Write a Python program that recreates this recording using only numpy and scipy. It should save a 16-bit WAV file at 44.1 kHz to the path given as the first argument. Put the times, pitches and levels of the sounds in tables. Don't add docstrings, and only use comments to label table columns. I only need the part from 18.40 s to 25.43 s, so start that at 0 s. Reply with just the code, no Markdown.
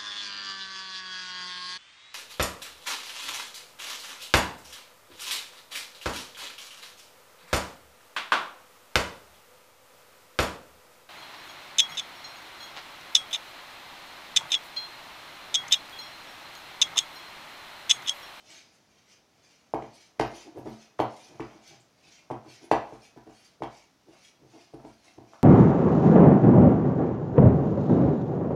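import sys
import numpy as np
from scipy import signal
from scipy.fft import rfft, irfft
from scipy.io import wavfile

SR = 44100
rng = np.random.default_rng(int(sys.argv[2]) if len(sys.argv) > 2 else 0)


def gain_from_decibels(decibels):
    exponent = np.asarray(decibels, float) / 20
    return 10 ** exponent


def output_pcm(signal):
    pcm = np.clip(np.atleast_2d(signal).T, -1, 1) * 32767
    wavfile.write(sys.argv[1], SR, np.round(pcm).astype(np.int16))


N = 310023

# start_s [s], knock_db [dB], pitch_hz [Hz], table_ring_db [dB]
BLOWS = [(1.3388, -13.5, 700, -28), (1.424, -31.5, 704, -39.5), (1.789, -49, 300, -52),
         (1.7975, -33, 970, -29.5), (1.7991, -10, 718, -20), (2.18, -31.5, 630, -49),
         (2.262, -33, 600, -57), (2.267, -30.5, 658, -36), (2.5927, -23.5, 1110, -25),
         (2.5945, -17.5, 710, -33), (2.6025, -9, 700, -25), (2.998, -26.5, 880, -29.5),
         (3.0104, -43.5, 910, -63), (3.903, -25, 770, -33.5), (3.911, -20.5, 723, -30.5),
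         (4.3153, -4, 716, -20.5), (4.525, -33, 600, -42), (4.764, -44.5, 600, -47.5),
         (4.881, -44, 600, -51.5), (5.207, -40.5, 504, -42.5), (5.222, -18.5, 745, -32.5),
         (5.686, -47.5, 600, -59.5), (6.338, -37.5, 550, -40), (6.451, -39, 600, -44.5),
         (6.787, -39, 640, -51), (6.935, -37.5, 1000, -72)]
# mode_hz [Hz], level_db [dB], t60_s [s]
TABLE_TOP = [(269.2, -4, 0.16), (307.7, 8.5, 0.03), (338.8, 6.5, 0.078), (430.6, -2.5, 0.075),
             (550, -10.5, 0.063)]
# mode_hz [Hz], level_db [dB], t60_s [s]
FRAME = [(53.6, -14.5, 0.3), (101, -4.5, 0.09), (131, 3, 0.11), (221.7, -9.5, 0.4)]


def rms_one(x):
    return x / np.sqrt(np.mean(x ** 2) + 1e-20)


def drift(rate_hz):
    r = np.exp(-64 * np.pi * rate_hz / SR)
    slow = signal.lfilter([1], [1, -2 * r, r * r], rng.standard_normal(N // 32 + 1002))
    slow = rms_one(slow[1000:])
    return np.interp(np.arange(N) / 32, np.arange(len(slow)), slow)


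def grains(per_s, spread_db):
    sizes = gain_from_decibels(spread_db * np.minimum(rng.exponential(1, N), 5))
    signs = rng.choice([-1, 1], N)
    return rms_one(sizes * signs * (rng.random(N) < per_s / SR))


def swell(start_s, length_s):
    first = max(round((start_s - 2 * length_s) * SR), 0)
    last = min(round((start_s + 2 * length_s) * SR), N)
    near = np.arange(first, last)
    return near, np.exp(-(2 * (near / SR - start_s) / length_s) ** 2)


def ring(force, modes):
    out = 0
    for k, (hz, db, t60_s) in enumerate(modes):
        r = gain_from_decibels(-60 / (t60_s * SR))
        w = 2 * np.pi * hz / SR
        poles = [1, -2 * r * np.cos(w), r * r]
        out = out + (-1) ** k * gain_from_decibels(db) * signal.lfilter([0, np.sin(w)], poles, force + 1e-18)
    return out


def resonate(x, peaks):
    out = 0
    for k, (hz, width_hz, db) in enumerate(peaks):
        r = np.exp(-np.pi * width_hz / SR)
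        zeros = [(1 - r * r) / 2, 0, (r * r - 1) / 2]
        poles = [1, -2 * r * np.cos(2 * np.pi * hz / SR), r * r]
        out = out + (-1) ** k * gain_from_decibels(db) * signal.lfilter(zeros, poles, x + 1e-18)
    return out


def knocks(cycles=0.99):
    out = np.zeros(N)
    t = np.arange(600) / SR
    for start_s, knock_db, hz, _ in BLOWS:
        at = round((start_s - 3 / 4 / hz) * SR)
        swing = hz * t * np.sin(2 * np.pi * hz * t) * np.exp(-(hz * t / cycles) ** 2)
        out[at:at + 600] += gain_from_decibels(knock_db + 8.0) * swing
    return out


def strikes(db):
    out = np.zeros(N)
    out[np.round(np.array(BLOWS)[:, 0] * SR).astype(int)] = gain_from_decibels(db)
    return out


def table():
    ring_db = np.array(BLOWS)[:, -1]
    thump_db = -39 + 0.7 * (ring_db + 30)
    body = ring(strikes(thump_db), FRAME) - ring(strikes(ring_db), TABLE_TOP)
    cover = signal.butter(2, 600, fs=SR, output="sos")
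    return signal.sosfilt(cover, body)


def ticks(chatter_s=0.0037, onset_s=0.0012):
    # start_s [s], crack_db [dB peak], bright_db [dB peak]
    tip_hits = [(1.3422, -36.5, -62), (1.421, -41.5, -69), (1.7941, -25.5, -67), (1.7969, -26.5, -33.5),
                (1.8098, -27, -34.5), (2.182, -50.5, -63), (2.269, -47.5, -64), (2.588, -41.5, -60),
                (2.5909, -33.5, -55), (2.599, -27, -57), (2.998, -43, -67), (3.004, -36.5, -68),
                (3.397, -74, -61), (3.9024, -50, -61), (3.912, -41, -56), (4.313, -20.5, -38.5),
                (4.3242, -25.5, -41), (4.7651, -65, -64), (5.221, -35.5, -61.5), (5.233, -35, -57),
                (6.34, -64, -57.5), (6.447, -54, -72), (6.935, -53, -69)]
    # peak_hz [Hz], width_hz [Hz], level_db [dB]
    rim = [(1787, 960, 0.5), (2647, 955, 1), (3150, 760, -3)]
    # peak_hz [Hz], width_hz [Hz], level_db [dB]
    spoon_tip = [(4580, 2000, 8), (7200, 1700, -4), (9000, 1600, -3)]
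    out = np.zeros(N)
    t = np.arange(1500) / SR
    shape = (len(tip_hits), len(t))
    contacts = gain_from_decibels(2.87 * rng.exponential(1, shape)) * rng.choice([-1, 0, 0, 1], shape)
    envelope = np.exp(-t / chatter_s) * (1 - np.exp(-t / onset_s))
    for (start_s, crack_db, bright_db), chatter in zip(tip_hits, contacts):
        at = round(start_s * SR)
        for db, peaks in (crack_db - 0.5, rim), (bright_db, spoon_tip):
            sound = resonate(chatter * envelope, peaks)
            out[at:at + len(t)] += gain_from_decibels(db) * sound / np.abs(sound).max()
    return signal.sosfilt(signal.butter(2, 9000, fs=SR, output="sos"), out)


def stirring(patchy_db=3.5, cycles=21.0):
    # start_s [s], length_s [s], rasp_db [dB], hiss_db [dB]
    strokes = [(0, 0.038, -65.5, -87), (0.137, 0.19, -56, -75), (0.346, 0.083, -73.5, -80),
               (0.566, 0.29, -74, -98), (0.714, 0.075, -65, -94), (1.105, 0.29, -69, -89),
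               (1.43, 0.18, -71.5, -87), (1.553, 0.029, -66, -63), (1.604, 0.13, -60.5, -74.5),
               (1.988, 0.14, -56.5, -65.5), (2.182, 0.047, -73, -72), (2.316, 0.15, -65.5, -78),
               (2.417, 0.091, -62.5, -78), (2.798, 0.17, -59.5, -66.5), (3.094, 0.5, -70, -92),
               (3.296, 0.1, -60.5, -81), (3.402, 0.017, -80, -72), (3.715, 0.2, -61, -84),
               (4.136, 0.14, -59.5, -75), (4.244, 0.047, -64, -71), (4.536, 0.11, -69.5, -77),
               (4.652, 0.085, -64.5, -70), (5.001, 0.18, -65, -73.5), (5.366, 0.16, -65.5, -82),
               (5.766, 0.17, -68, -80.5), (5.861, 0.07, -62, -71), (6.183, 0.18, -64, -78),
               (6.494, 0.17, -72.5, -79), (6.679, 0.14, -67, -77), (6.937, 0.16, -70.5, -89)]
    # peak_hz [Hz], width_hz [Hz], level_db [dB]
    spoon_edge = [(1400, 260, -16.5), (2315, 760, 5.5)]
    # peak_hz [Hz], width_hz [Hz], level_db [dB]
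    wall_rasp = [(3100, 1600, -7), (4420, 2320, -1), (6120, 1770, 1)]
    # peak_hz [Hz], width_hz [Hz], level_db [dB]
    fine_hiss = [(9370, 1560, 2), (10800, 980, -7.5)]
    effort = np.zeros((3, N))
    for start_s, length_s, rasp_db, hiss_db in strokes:
        edge_db = -66.5 + 0.79 * (rasp_db + 65)
        near, shape = swell(start_s, length_s)
        effort[:, near] += gain_from_decibels([edge_db, rasp_db, hiss_db])[:, None] * shape
    crystals = grains(4500, spread_db=0.5) * gain_from_decibels(2.0 * drift(25))
    out = 0
    for k, hz in enumerate(np.geomspace(1250, 13500, 48)):
        shares = []
        for peaks in (spoon_edge, wall_rasp, fine_hiss):
            shares.append(sum(gain_from_decibels(db) / (1 + (2 * (hz - f) / w) ** 2) for f, w, db in peaks))
        flicker = gain_from_decibels(patchy_db * drift(21.24))
        note = (-1) ** k * resonate(crystals * flicker, [(hz, hz / cycles, 0)])
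        out = out + (np.array(shares) @ effort) * note
    return gain_from_decibels(6.0) * out


def snaps(length_s=0.02, relative_width=0.2):
    # start_s [s], level_db [dB], pitch_hz [Hz]
    lumps = [
        (1.345, -67.5, 11200),
        (1.87, -65, 12400),
        (2.19, -67, 12400),
        (2.297, -68, 12300),
        (2.609, -58.5, 11300),
        (3.41, -62, 7300),
        (3.915, -65, 9000),
        (4.25, -60.5, 9920),
        (6.34, -72, 9200),
        (6.47, -67, 7500),
    ]
    cracks = grains(3000, spread_db=4.0)
    out = np.zeros(N)
    for start_s, db, hz in lumps:
        near, shape = swell(start_s, length_s)
        peak = [(hz, relative_width * hz, 0)]
        fizz = resonate(resonate(shape * cracks[near], peak), peak)
        out[near] += gain_from_decibels(db) * rms_one(fizz)
    return out


def shoves(top_hz=320, width_hz=89.0):
    # start_s [s], length_s [s], top_db [dB peak], bowl_db [dB peak]
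    slides = [(0.119, 0.1, -57, -56.5), (1.936, 0.038, -40, -51), (2.077, 0.035, -39.5, -54),
              (2.171, 0.038, -36, -48), (2.34, 0.016, -49, -47.5), (4.242, 0.051, -42, -51.5),
              (4.55, 0.026, -64, -51), (4.778, 0.017, -42, -43.5), (4.874, 0.02, -41.5, -47.5),
              (4.91, 0.039, -53, -53), (5.692, 0.04, -46, -57), (5.748, 0.037, -63, -50.5),
              (6.16, 0.047, -46, -53.5), (6.449, 0.02, -39.5, -44.5), (6.501, 0.019, -48, -55),
              (6.676, 0.061, -57.5, -55), (6.841, 0.11, -48, -61), (6.945, 0.047, -63, -50.5)]
    # start_s [s], length_s [s], top_db [dB peak], bowl_db [dB peak]
    rocks = [(2.187, 0.03, -39.5, -53), (2.268, 0.027, -31, -39), (2.927, 0.061, -46, -63),
             (3.151, 0.017, -49, -72), (3.326, 0.053, -50.5, -56), (3.668, 0.066, -58, -65),
             (4.068, 0.05, -44, -49), (6.033, 0.067, -49, -72), (6.342, 0.024, -46.5, -45),
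             (6.401, 0.027, -45, -45), (6.782, 0.011, -38.5, -56.5)]
    # time_s [s], level_db [dB]
    hand = [(0.0, -61), (0.3, -68.5), (1.6, -64), (1.98, -51.5), (2.2, -59), (2.429, -57.5), (2.64, -65),
            (3.1, -47), (3.44, -68.5), (4.0, -57), (4.27, -66), (4.42, -42.5), (4.8, -68), (5.05, -63.5),
            (5.7, -92), (6.13, -56.5), (6.499, -78.5), (6.95, -61.5)]
    bowl = [(600, 218, 3), (779, 407, 0), (1243, 480, -7.0)]   # peak_hz, width_hz, level_db
    bumps = grains(1000, spread_db=3.0)
    creep = gain_from_decibels(np.interp(np.arange(N) / SR, *np.transpose(hand))) * bumps
    out = gain_from_decibels(-46.5) * ring(creep, TABLE_TOP) + gain_from_decibels(5.0) * resonate(creep, bowl)
    pushes = [(*row, -19) for row in slides] + [(*row, -5.5) for row in rocks]
    for start_s, length_s, top_db, bowl_db, frame_db in pushes:
        near, shape = swell(start_s, length_s)
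        first = near[0]
        force = np.pad(shape * bumps[near], (0, SR // 4))[:N - first]
        top = resonate(force, [(top_hz, width_hz, 0)])
        top = resonate(top, [(top_hz, 4 * width_hz, 0)])
        bodies = [(top_db, top), (bowl_db, resonate(force, bowl)),
                  (top_db + frame_db, ring(force, FRAME[1:]))]
        for db, body in bodies:
            out[first:first + len(force)] += gain_from_decibels(db) * body / np.abs(body).max()
    return out


def room(x, tail_db=-32.5, echo_cut_hz=5000.0, build_s=0.024):
    # delay_ms [ms], gain [ratio]
    reflections = [(4.65, 0.15), (6.76, 0.12), (11.29, 0.14), (12.4, 0.2), (16.12, 0.23), (18.37, 0.16),
                   (20.05, 0.22), (21.29, 0.28), (22.59, 0.17), (24.9, 0.16), (28.1, -0.17), (33.63, -0.12),
                   (37.3, -0.19), (50.09, -0.12), (51.59, -0.16), (64.13, 0.12)]
    # mid_hz [Hz], level_db [dB], t60_s [s]
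    tail_bands = [(129.26, -3.5, 0.41), (336, -10.5, 0.43), (472, -5.5, 0.45), (790, 2, 0.38),
                  (1414, 6.5, 0.34), (2260, 0, 0.4), (4660, 3, 0.35), (9240, 3, 0.2)]
    t = np.arange(SR // 2) / SR
    response = np.zeros(len(t))
    hz = np.array(tail_bands)[:, 0]
    borders = np.concatenate([[40], np.sqrt(hz[1:] * hz[:-1]), [17000]])
    for (mid_hz, db, t60_s), low, high in zip(tail_bands, borders, borders[1:]):
        band_pass = signal.butter(2, [low, high], "band", fs=SR, output="sos")
        band = signal.sosfilt(band_pass, rng.standard_normal(len(t)))
        build = build_s * min(1, 1000 / mid_hz)
        response += band * gain_from_decibels(tail_db + db - 60 * t / t60_s) * (1 - np.exp(-(t / build) ** 2))
    echoes = np.zeros(len(t))
    for delay_ms, gain in reflections:
        echoes[round(delay_ms * SR / 1000)] = gain
    response += gain_from_decibels(-1.0) * signal.filtfilt(*signal.butter(1, echo_cut_hz, fs=SR), echoes)
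    response[0] = 1
    return signal.fftconvolve(x, response)[:N]


def room_tone(level_db=-63.5):
    # point_hz [Hz], level_db [dB]
    floor = [(15, -51), (25, -23), (64, -4), (122, -0.5), (227, 1.5), (523, -4.5), (703, -4), (1240, -8.5),
             (3340, -13.5), (5880, -12), (8130, -24), (10100, -24), (15500, -30)]
    hz = np.fft.rfftfreq(N, 1 / SR)
    points_hz, points_db = np.transpose(floor)
    colour = gain_from_decibels(np.interp(np.log(hz + 1), np.log(points_hz), points_db))
    noise = rms_one(irfft(rfft(rng.standard_normal(N)) * colour, N))
    return gain_from_decibels(level_db - 2.5 + 0.25 * drift(1.06)) * noise


def scene():
    no_bass = signal.butter(2, 36, "high", fs=SR, output="sos")
    below = signal.sosfilt(no_bass, table() + shoves())
    contacts = knocks() + ticks() + below + stirring() + gain_from_decibels(-12.5) * snaps()
    return (room(contacts) + room_tone())[None]


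def roll_off(x):
    return signal.sosfilt(signal.butter(12, 15950, fs=SR, output="sos"), x)


def record(dry):
    return roll_off(dry)


dry = scene()
out = record(dry)
output_pcm(out)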